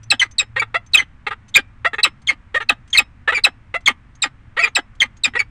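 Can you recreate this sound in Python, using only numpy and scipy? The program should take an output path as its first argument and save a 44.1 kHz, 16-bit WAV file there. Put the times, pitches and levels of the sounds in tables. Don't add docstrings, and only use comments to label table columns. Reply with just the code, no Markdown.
import sys
import numpy as np
from scipy import signal
from scipy.fft import rfft, irfft
from scipy.io import wavfile

SR = 44100
rng = np.random.default_rng(int(sys.argv[2]) if len(sys.argv) > 2 else 0)


def master(y):
    cut = np.clip(np.atleast_2d(y).T, -1, 1)
    pcm = np.round(cut * 32767)
    wavfile.write(sys.argv[1], SR, pcm.astype(np.int16))


N = 242550

# start_s, pitch_hz, whistle_s, high_note_db, low_note_db, rasp_db, overtone_db
CHIPS = [ (0.1029, 3850, 0.018, -6, -10, -15.5, 7.5), (0.195, 3014, 0.039, -11.5, -10.5, -27, 5.5),
         (0.383, 3763, .027, -7.5, -15.5, -24, 9), (0.9345, 3742, 0.024, -7.5, -3.5, -23.5, -4.5),
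         (0.971, 3045, .035, -8.5, -14.5, -27, 1), (1.541, 3173, 0.027, -16.5, -13.5, -29, 2.5),
         (1.547, 3544, 0.024, -10, -3, -13.5, 0.5), (2.031, 3837, .020, -3, -9, -14, 5.5),
         (2.271, 3180, 0.035, -14.5, -14.5, -23, 4.5), (2.689, 3726, 0.0094, -8, -4, -14.5, -9),
         (2.929, 3154, 0.041, -12.5, -15, -35.5, 5), (2.973, 3746, .022, -4, -5.5, -18, 4),
         (3.438, 3850, .019, -4, -6, -15, 3), (3.859, 3163, .026, -10.5, -10.5, -13.5, 8.5),
         (4.22, 3645, 0.021, -11.5, -13, -17.5, 13), (4.751, 3768, 0.016, -10, -11, -13.5, 10),
         (5.002, 3125, 0.032, -8, -11.5, -25.5, 3), (5.236, 3623, 0.022, -9.5, -9.5, -19, 9)]
# centre_hz, width_hz, gain_db
THROAT = [(410, 53, -17), (800, 33, -2.5), (1364, 400, 5), (1525, 160, 6.5), (1908, 75, 14.5),
          (2815, 87, 4.5), (3230, 140, -4.5), (3950, 490, -10.5)]


def from_db(db):
    return 10 ** (np.asarray(db) / 20)


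def unit_rms(x):
    return x / np.sqrt(np.mean(x ** 2) + 1e-20)


def add(out, start_s, sound):
    at = max(int(start_s * SR), 0)
    out[at:at + len(sound)] += sound[:N - at]


def low_pass(x, hz, order=2):
    return signal.sosfilt(signal.butter(order, min(hz, .45 * SR), fs=SR, output="sos"), x)


def coloured_noise(spectrum):
    hz, db = np.transpose(spectrum)
    bin_hz = np.maximum(np.arange(N // 2 + 1) * SR / N, 1)
    gain = from_db(np.interp(np.log(bin_hz), np.log(hz), db))
    return unit_rms(irfft(rfft(rng.standard_normal(N)) * gain, N))


def call_time(size=4096):
    return np.arange(size) / SR


def flutter(corner_hz):
    size = len(call_time())
    bin_hz = np.arange(size // 2 + 1) * SR / size
    return unit_rms(irfft(rfft(rng.standard_normal(size)) / np.hypot(1, (bin_hz / corner_hz) ** 2)))


def gate(length_s, attack_s, release_s):
    t = call_time()
    rise = np.sin(np.pi / 2 * np.minimum(t / attack_s, 1)) ** 2
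    return rise * np.exp(-np.maximum(t - length_s, 0) / release_s)


def town(rumble_db=-45.5, engine_hz=112, engine_gain_db=-4, wander=0.043):
    # frequency_hz, relative_db
    rumble_spectrum = [(20, 0.5), (50, 0.5), (115, -1), (165, -12.5), (240, -11), (400, -28.5),
                       (650, -28.5), (1150, -23.5), (2050, -26), (3100, -36), (4500, -46), (9000, -52),
                       (16000, -60.5)]
    # time_s, relative_db
    drone_envelope = [(0.0, -41), (0.04, -37), (0.37, -52.5), (0.57, -36.5), (0.95, -54), (4.84, -57),
                      (5.5, -45.5)]
    drone_db = np.interp(np.arange(N) / SR, *np.transpose(drone_envelope)) + engine_gain_db
    drone_hz = engine_hz * (1 + wander * unit_rms(low_pass(rng.standard_normal(N), 8.7)))
    drone = from_db(drone_db) * np.sqrt(2) * np.sin(2 * np.pi * np.cumsum(drone_hz) / SR)
    return from_db(rumble_db) * coloured_noise(rumble_spectrum) + drone


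def nest_box(x, scatter_db=-9, scatter_t60_s=0.059, tower_db=-38, tower_t60_s=0.23):
    # delay_s, gain_db
    reflections = [(.0016, -26.5), (.0043, -19), (.0074, -11.5)]
    # frequency_hz, gain_db, t60_s
    box_modes = [(243.6, -5, 0.053), (387.4, -8.5, 0.031), (704, 1.5, 0.047), (1220, -2, 0.059),
                 (1603, -2.5, 0.024), (1970, -13, 0.11), (2400, -15.5, 0.1), (3240, -16, 0.091),
                 (3800, -24.5, 0.14), (4600, -18, .16), (4760, -2.5, .06), (5260, -3.5, 0.14),
                 (6100, 2.5, 0.067), (7540, -1, 0.053), (7540, 5.5, 0.036), (8300, 0, 0.026)]
    # frequency_hz, relative_db
    tower_spectrum = [(200, -9.5), (700, 4.5), (1300, 4.5), (2200, -10.5), (3200, -9.5), (5000, -32),
                      (9000, -13), (14000, -38.5)]
    t = np.arange(N) / SR
    scatter = unit_rms(rng.standard_normal(N) * from_db(-60 * t / scatter_t60_s) * (t > .0007))
    tower = unit_rms(coloured_noise(tower_spectrum) * from_db(-60 * t / tower_t60_s) * (t > .015))
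    response = (from_db(scatter_db) * scatter + from_db(tower_db) * tower) / np.sqrt(N)
    response[0] = 1
    for delay_s, db in reflections:
        response[int(delay_s * SR)] += from_db(db)
    for hz, db, t60_s in box_modes:
        damping = np.log(1000) / t60_s
        ring = np.exp(-damping * t[:SR]) * np.cos(2 * np.pi * hz * t[:SR])
        response[:SR] += from_db(db) * 2 * damping / SR * ring
    return signal.fftconvolve(x, response)[:N]


def throat(x, resonances):
    out = 0
    for k, (hz, width_hz, db) in enumerate(resonances):
        hz, db = hz * rng.normal(1, .025), db + rng.normal(0, 2)
        radius = np.exp(-np.pi * width_hz / SR)
        feedback = [1, -2 * radius * np.cos(2 * np.pi * hz / SR), radius ** 2]
        ring = (1 - radius ** 2) / 2 * signal.lfilter([1, 0, -1], feedback, x)
        out = out + (-1) ** k * from_db(db) * ring
    return out


def by_tension(hz, slack, taut, slack_hz=3100, taut_hz=3750):
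    return np.interp(hz, [slack_hz, taut_hz], [slack, taut])


def whistle(hz, jitter, shimmer, breath_db, overtone_db, doubling=0.13):
    # harmonic_number, relative_db
    overtones = [(2, -20), (3, -27), (4, -32.5)]
    phase = 2 * np.pi * np.cumsum(hz * (1 + jitter * flutter(1100))) / SR
    tone = np.sin(phase) + sum(from_db(db + overtone_db) * np.sin(round(k) * phase) for k, db in overtones)
    strength = 1 + shimmer * (flutter(270) + doubling * np.cos(phase / 2))
    turbulence = unit_rms(throat(flutter(6700), THROAT))
    return unit_rms(unit_rms(tone * strength) + from_db(breath_db) * turbulence)


def hoarse_whistle(hz, hoarse_db, overtone_db):
    hoarse = min(from_db(hoarse_db), 1)
    return whistle(hz, 0.15 * hoarse, 3 * hoarse, breath_db=hoarse_db - 5, overtone_db=overtone_db)


def rasp(rate_hz, resonances, rough, jitter, air, chest_db, hiss_db, top_hz=4500):
    cycles = np.cumsum(rate_hz * np.exp(jitter * rough * flutter(500))) / SR
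    closures = np.diff(np.floor(cycles), prepend=-1)
    slaps = closures * np.sqrt(SR / rate_hz) * (1 + rough / 2 * np.tanh(flutter(900)))
    puffs = rng.standard_normal(len(cycles)) * (1 + np.cos(2 * np.pi * cycles))
    ringing = throat(slaps + air * rough * puffs, resonances)
    voice = unit_rms(low_pass(ringing, top_hz, order=8))
    return voice + from_db(chest_db) * np.sin(2 * np.pi * cycles) + from_db(hiss_db) * puffs


def lead_ins(peep_hz=6200, peep_s=.012, peep_rise=.04, spread_db=3):
    out, t = np.zeros(N), call_time()
    for start_s, hz, *_ in CHIPS:
        scratch = unit_rms(np.diff(flutter(2600), prepend=0)) * gate(0.006, attack_s=.001, release_s=.004)
        scratch *= from_db(by_tension(hz, slack=-59, taut=-54.5))
        glide_hz = peep_hz * rng.normal(1, .03) * (1 + peep_rise * np.minimum(t / peep_s, 1))
        peep = whistle(glide_hz, jitter=.02, shimmer=.4, breath_db=-20, overtone_db=0)
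        peep *= from_db(by_tension(hz, slack=-72, taut=-51)) * gate(peep_s, attack_s=.004, release_s=.004)
        lead_s = by_tension(hz, slack=.051, taut=.073)
        add(out, start_s - lead_s, from_db(spread_db * rng.standard_normal()) * (scratch + peep))
    return out


def squeaks(sag_hz_per_s=5000):
    # start_s, length_s, pitch_hz, level_db
    calls = [ (0.594, 0.0099, 2328, -13.5), (3.344, 0.035, 2350, -16), (4.59, 0.022, 2270, -16.5),
             (4.617, 0.017, 2580, -22), (4.634, 0.015, 2424, -10), (5.374, 0.019, 2670, -31.5),
             (5.39, 0.016, 2296, -11.5)]
    out, t = np.zeros(N), call_time()
    for start_s, length_s, hz, db in calls:
        glide_hz = hz + sag_hz_per_s * (length_s / 2 - np.minimum(t, length_s))
        tone = hoarse_whistle(glide_hz, hoarse_db=-19, overtone_db=3)
        add(out, start_s, from_db(db) * tone * gate(length_s, attack_s=0.0049, release_s=.004))
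    return out


def clucks(first_hz=408.2, clear_hz=678.3, rough_hz=445.5, fade_db=5):
    # start_s, length_s, relative_db, roughness (0 clear, about 1 rough)
    calls = [ (0.560, 0.031, -11.5, 0.61), (0.617, .018, -9, 0.94), (0.742, 0.029, -6, 0.14),
             (1.266, 0.021, -10, 0.73), (1.306, 0.031, -17, 0.81), (1.846, 0.032, -5.5, 0.09),
             (1.932, 0.019, -10.5, 0.85), (1.982, .024, -11.5, 0.75), (2.542, 0.038, -4, .48),
             (2.601, 0.03, -15.5, 0.72), (3.275, 0.037, -6, 0.46), (3.321, 0.022, -8, 0.68),
             (3.373, 0.0243, -14, 1), (3.74, 0.029, -7, 0.3), (4.565, 0.056, -10.5, 0.14),
             (4.625, 0.059, -13, 1.06), (5.335, 0.025, -26, 0.9), (5.351, 0.027, -8, 0.7),
             (5.399, 0.0257, -20, 1)]
    out, t = np.zeros(N), call_time()
    for start_s, length_s, db, roughness in calls:
        progress = np.minimum(t / length_s, 1)
        effort = np.sin(np.pi / 2 * np.minimum(1.5 * progress, 1)) ** 2
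        last_hz = np.interp(roughness, [.4, .75], [clear_hz, rough_hz])
        rate_hz = first_hz + (last_hz - first_hz) * effort
        rough = np.clip(roughness ** 2 + .25 * (1 - effort) ** 2, 0, 1)
        chest_db = -13 + 7 * effort * (1 - roughness)
        voice = rasp(rate_hz, THROAT, rough, jitter=.12, air=.5, chest_db=chest_db, hiss_db=-28)
        swell = gate(length_s, attack_s=0.2 * length_s, release_s=0.00086)
        add(out, start_s - .001, from_db(db - fade_db * (progress + 1.5)) * voice * swell)
    return out


def dying_rasp(length_s=0.031, first_hz=1200, last_hz=205, fade_db=16):
    # centre_hz, width_hz, gain_db
    formants = [(420, 220, -16.5), (820, 73, 3), (1287, 170, 6), (1750, 540, 7.5), (2000, 400, 8),
                (3000, 510, 3), (3750, 1200, -6)]
    t = call_time()
    spent = np.minimum(t / length_s, 1)
    slowing_s = 0.009 * rng.uniform(.7, 1.6)
    rate_hz = (last_hz + (first_hz - last_hz) * np.exp(-t / slowing_s)) * np.exp(0.088 * flutter(120))
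    creak = rasp(rate_hz, formants, rough=0.54, jitter=0.18, air=.85,
                 chest_db=-17 + 13 * spent, hiss_db=-21.5)
    sputter_db = 3 * flutter(110)
    envelope = gate(length_s, attack_s=0.00081, release_s=0.0039)
    return creak * from_db(-1 - fade_db * spent + sputter_db) * envelope


def chips(high_share=.41, register_ratio=2 / 3, swoop_s=0.0036, sag_s=0.0037, fade_db_per_s=330):
    out, t = np.zeros(N), call_time()
    for start_s, hz, whistle_s, high_db, low_db, rasp_db, overtone_db in CHIPS:
        high_s = high_share * whistle_s
        high_hz = hz * (1 + 0.38 * np.exp(-t / swoop_s))
        high = hoarse_whistle(high_hz, by_tension(hz, slack=-19, taut=-22), overtone_db)
        high *= gate(high_s, attack_s=0.0078, release_s=0.01)
        low_hz = register_ratio * hz * (1 + 0.14 * np.exp(-t / sag_s))
        low = hoarse_whistle(low_hz, by_tension(hz, slack=-13, taut=-18), overtone_db)
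        low *= gate(whistle_s - high_s, attack_s=0.0052, release_s=0.0027)
        add(out, start_s - .002, from_db(high_db - fade_db_per_s * t) * high)
        add(out, start_s + high_s - .001, from_db(low_db) * low)
        add(out, start_s + whistle_s - .002, from_db(rasp_db) * dying_rasp())
    return out


def scene():
    birds = chips() + lead_ins() + clucks() + squeaks()
    return (nest_box(birds) + town())[None]


def record(dry, treble_limit_hz=9500, cutoff_hz=15800):
    x = low_pass(dry, treble_limit_hz, order=20)
    ceiling = np.where(x > 0, .77, .7)
    clipped = x / (1 + (x / ceiling) ** 16) ** (1 / 16)
    return signal.sosfilt(signal.ellip(10, .1, 80, cutoff_hz, fs=SR, output="sos"), clipped)


dry = scene()
out = record(dry)
master(out)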